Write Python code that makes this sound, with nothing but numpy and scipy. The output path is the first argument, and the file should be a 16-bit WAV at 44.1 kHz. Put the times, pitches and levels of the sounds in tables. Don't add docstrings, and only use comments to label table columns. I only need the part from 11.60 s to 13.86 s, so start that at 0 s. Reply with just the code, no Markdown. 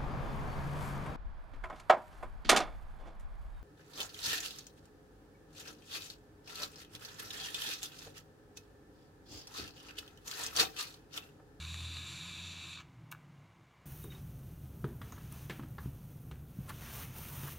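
import sys
import numpy as np
from scipy import signal
from scipy.fft import rfft, irfft
from scipy.io import wavfile
from scipy.ndimage import uniform_filter1d, map_coordinates

SR = 44100
rng = np.random.default_rng(int(sys.argv[2]) if len(sys.argv) > 2 else 0)


def unload_wav(signal):
    wavfile.write(
        sys.argv[1],
        SR,
        np.round(np.clip(np.atleast_2d(signal).T, -1, 1) * 32767).astype(np.int16),
    )


N = 99533


def undb(db):
    return 10 ** (np.asarray(db) / 20)


def unit(x):
    return x / np.sqrt(np.mean(x ** 2))


def curve(rows, column=1):
    rows = np.array(rows, float)
    return np.interp(np.arange(N) / SR, rows[:, 0], rows[:, column])


def walk(rate_hz):
    hold = int(SR / rate_hz)
    steps = np.repeat(rng.standard_normal(N // hold + 1), hold)
    return unit(uniform_filter1d(steps, hold)[:N])


def response(slope=(), peaks=()):
    f = np.maximum(np.fft.rfftfreq(2 * N, 1 / SR), 1)
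    power = sum(undb(db) ** 2 / (1 + ((f - hz) / width) ** 2 * 2) ** 2 for hz, width, db in peaks)
    if len(slope):
        hz, db = np.array(slope, float).T
        power = power + undb(np.interp(np.log(f), np.log(hz), db)) ** 2
    return unit(np.sqrt(power))


def ring(x, gain):
    cepstrum = irfft(np.log(gain))
    cepstrum[1:N] *= 2
    cepstrum[N + 1:] = 0
    return irfft(rfft(x, 2 * N) * np.exp(rfft(cepstrum)))[:N]


def burst(start_s, db, decay_s, rough):
    age_s = np.arange(N) / SR - start_s
    tail = rng.standard_normal(N) * np.exp(-np.abs(age_s) / decay_s) * (age_s > 0)
    x = tail * np.sqrt(rough / np.sum(tail ** 2))
    x[int(start_s * SR)] = np.sqrt(1 - rough)
    return x * undb(db) * np.sqrt(SR / 1000)


def air_jet():
    # (time [s], level [dB])
    flow = [(0, -49.5), (.17, -49.5), (.225, -48), (.27, -48), (.32, -48.5), (.39, -47), (.435, -48.5),
            (.48, -47), (.6, -47.5), (.68, -47.5), (.88, -47.8), (.96, -48.5), (1.09, -50.5), (1.14, -49),
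            (1.195, -52.5), (1.22, -71), (1.245, -105)]
    # (frequency [Hz], relative gain [dB])
    jet = [(300, -27.5), (700, -22.5), (1100, -23.5), (1800, -16.5), (2100, -19.5), (2400, -11.5),
           (4400, -17), (5200, -25), (6500, -20.5), (8300, -21.5), (10500, -28.5), (13200, -34.5),
           (16000, -42.5)]
    # (frequency [Hz], width [Hz], relative gain [dB])
    tank = [(2349, 31, 2), (2584, 210, -1.5), (3598, 217, 0), (3880, 330, -0.5), (4440, 380, -9),
            (5710, 350, -15.5), (6130, 160, -12.5), (7215, 360, -8), (8490, 54, -15.5), (9940, 300, -20),
            (11320, 320, -23.5), (14100, 230, -32)]
    # (time [s], gain [dB])
    shelf = [(0, 1.5), (.16, 4), (.24, 1), (.35, 0), (.55, 0.5), (.8, -1.5), (.95, -3.5), (1.1, 0),
             (1.2, -12)]
    waver_db, drift, flutter_db, shelf_hz = .8, .003, .5, 7400
    hiss = ring(rng.standard_normal(N), response(jet, tank))
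    for hz, width_hz, _ in tank:
        band = signal.filtfilt(*signal.iirpeak(hz, hz / (2 * width_hz), fs=SR), hiss)
        hiss = hiss + band * (undb(waver_db * walk(rate_hz=12)) - 1)
    position = np.cumsum(1 + drift * walk(rate_hz=7))
    hiss = map_coordinates(hiss, [position], order=5, mode="mirror")
    hiss = unit(hiss) * undb(curve(flow) + flutter_db * walk(rate_hz=34.37))
    treble = signal.sosfiltfilt(signal.butter(2, shelf_hz, "high", fs=SR, output="sos"), hiss)
    return hiss + treble * (undb(curve(shelf)) - 1)


def sizzle():
    # (time [s], level [dB])
    boil = [(0, -53), (.08, -58.5), (.25, -59.5), (.33, -61.5), (.38, -55.5), (.44, -57.5), (.8, -59.5),
            (1.12, -60.5), (1.165, -61), (1.205, -52), (1.218, -58.5), (1.24, -76.5)]
    # (frequency [Hz], width [Hz], relative gain [dB])
    resonances = [(1042, 116, -2), (1234, 84, -2), (1490, 370, -6), (1680, 66, -3), (2304, 94, 1),
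                  (2820, 260, -3.5), (3570, 1200, -12.5), (6460, 1500, -15.5), (14200, 2200, -32.5)]
    bubbles_per_s, spread_db = 900, 1
    bubbles = (rng.random(N) < bubbles_per_s / SR) * rng.choice([-1, 1], N)
    strength = undb(spread_db * np.minimum(rng.exponential(size=N), 4))
    return ring(unit(bubbles * strength) * undb(curve(boil)), response(peaks=resonances))


def drone():
    # (time [s], fundamental [Hz], harmonic 2 [dB], harmonic 3 [dB], harmonic 4 [dB])
    engine = [(0, 39.23, -47.5, -60, -59.5), (.2, 42.35, -46, -58, -60.5), (.38, 41.83, -49.5, -59, -62.5),
              (.6, 43.54, -62, -59.5, -67.5), (.76, 43.52, -55.5, -88, -59),
              (.86, 44.58, -52.5, -83, -59.5), (1, 43.45, -61, -71, -72.5), (1.2, 41.92, -62.5, -66, -79),
              (1.3, 41.08, -75, -67, -85), (1.43, 39.47, -74, -55, -58), (1.6, 37.4, -86, -73, -64.5),
              (1.8, 34.9, -85, -61.5, -59), (1.92, 34.9, -81, -66.5, -75), (2.26, 32.7, -76, -104, -72)]
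    # (frequency [Hz], relative gain [dB])
    rumble_spectrum = [(25, -29), (40, -16.5), (56, -3.5), (75, -12), (115, 0.5), (165, 3.5), (225, -12.5),
                       (272, -5), (300, -12.5), (330, -6), (450, -29.5), (900, -50.5)]
    # (time [s], level [dB])
    rumble_level = [(0, -60), (.4, -56.5), (1.1, -59), (1.5, -60), (1.85, -63), (1.89, -71), (2.02, -61.5),
                    (2.08, -69.5), (2.26, -64.5)]
    waver_db = 1.8
    phase = 2 * np.pi * np.cumsum(curve(engine)) / SR
    tones = np.zeros(N)
    for k in (2, 3, 4):
        harmonic = np.sqrt(2) * np.sin(k * phase + 2 * np.pi * rng.random())
        tones += harmonic * undb(curve(engine, column=k) + waver_db * walk(rate_hz=23.63))
    rumble = ring(rng.standard_normal(N), response(rumble_spectrum))
    return tones + rumble * undb(curve(rumble_level))


def room_tone():
    # (frequency [Hz], relative gain [dB])
    spectrum = [(100, -0.5), (300, 3), (500, 3), (1050, 5.5), (1700, -2), (2300, -6), (3200, -8.5),
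                (5000, -15), (7000, -18.5), (10000, -22.5), (16000, -27.5)]
    # (frequency [Hz], width [Hz], relative gain [dB])
    resonances = [(1080, 54, 1.6), (2116, 230, 2)]
    # (time [s], level [dB])
    level = [(0, -67), (1.45, -67), (1.8, -67), (2.0, -68.5), (2.26, -67)]
    return undb(curve(level)) * ring(rng.standard_normal(N), response(spectrum, resonances))


def spits():
    # (time [s], pop [dB], snap [dB])
    drops = [(0.0502, -40.5, -66), (0.1435, -36, -45), (0.2063, -45, -70), (.2493, -50, -66),
             (0.3411, -48, -66), (0.3686, -38, -51), (1.133, -52, -57)]
    # (frequency [Hz], width [Hz], relative gain [dB])
    pop_rings = [(1126, 350, -4.5), (1810, 260, -7), (2720, 380, 3), (4000, 590, -0.5), (5970, 410, -10),
                 (7120, 430, -4.5), (9800, 1700, -26)]
    # (frequency [Hz], relative gain [dB])
    snap_spectrum = [(2000, -26), (5000, -5), (7200, 1), (9000, -20), (14000, -19), (16000, -27)]
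    decay_s, rough = .0015, .25
    pops = sum(burst(start_s, db, decay_s, rough) for start_s, db, _ in drops)
    snaps = sum(burst(start_s, db, decay_s, rough) for start_s, _, db in drops)
    return ring(pops, response(peaks=pop_rings)) + ring(snaps, response(snap_spectrum))


def clicks():
    # (time [s], knock [dB], clack [dB], tick [dB], decay [s], tail energy share [0-1])
    events = [(1.5139, -66, -66, -49.5, .002, 0.75), (1.5157, -62, -60, -45, 0.0012, 0.7),
              (1.5166, -58, -54, -43, 0.002, 0.6), (1.5174, -52.5, -47, -48, 0.0028, 0.5),
              (1.521, -50, -49.5, -56, 0.002, .4), (1.5249, -36, -45.5, -44, 0.001, 0.1),
              (1.529, -56, -53, -57, 0.004, 0.6), (1.533, -45, -59, -66, 0.0015, 0.1),
              (1.5385, -64, -64, -62, .002, .6), (1.5485, -46, -60, -70, .0025, 0.2)]
    # (frequency [Hz], relative gain [dB])
    knock = [(500, -19), (720, -20), (850, 0.5), (1250, 6), (1700, 6), (1950, -30), (4000, -43.5),
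             (16000, -53)]
    # (frequency [Hz], width [Hz], relative gain [dB])
    clack = [(2290, 120, 0.5), (2680, 330, 0.5), (3800, 660, -8)]
    # (frequency [Hz], relative gain [dB])
    tick = [(1000, -14), (2000, -16), (2700, -1), (3600, -10), (4700, -15), (5400, -4), (6400, -.5),
            (8000, -8), (9300, -2.5), (10700, -12), (12400, 1), (14500, 0), (16000, -5)]
    cluster = np.zeros(N)
    for k, colour in enumerate([response(knock), response(peaks=clack), response(tick)]):
        hits = sum(burst(start_s, dbs[k], decay_s, rough) for start_s, *dbs, decay_s, rough in events)
        cluster += ring(hits, colour)
    return cluster


def room(x):
    t60_s, predelay_s, damping_hz, wet_db = .3, .004, 8140, -12.5
    t = np.arange(SR // 2) / SR
    tail = rng.standard_normal(len(t)) * np.exp(-np.log(1000) * t / t60_s) * (t > predelay_s)
    tail /= np.sqrt(np.sum(tail ** 2))
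    tail = signal.sosfilt(signal.butter(1, damping_hz, fs=SR, output="sos"), tail)
    return x + undb(wet_db) * signal.fftconvolve(x, tail)[:N]


def scene():
    background = room_tone()
    mix = room(air_jet() + sizzle() + spits() + clicks()) + drone() + background
    return np.array([mix, mix])


def record(dry):
    cutoff_hz = 15800
    return signal.sosfilt(signal.ellip(10, .2, 70, cutoff_hz, fs=SR, output="sos"), dry)


dry = scene()
out = record(dry)
unload_wav(out)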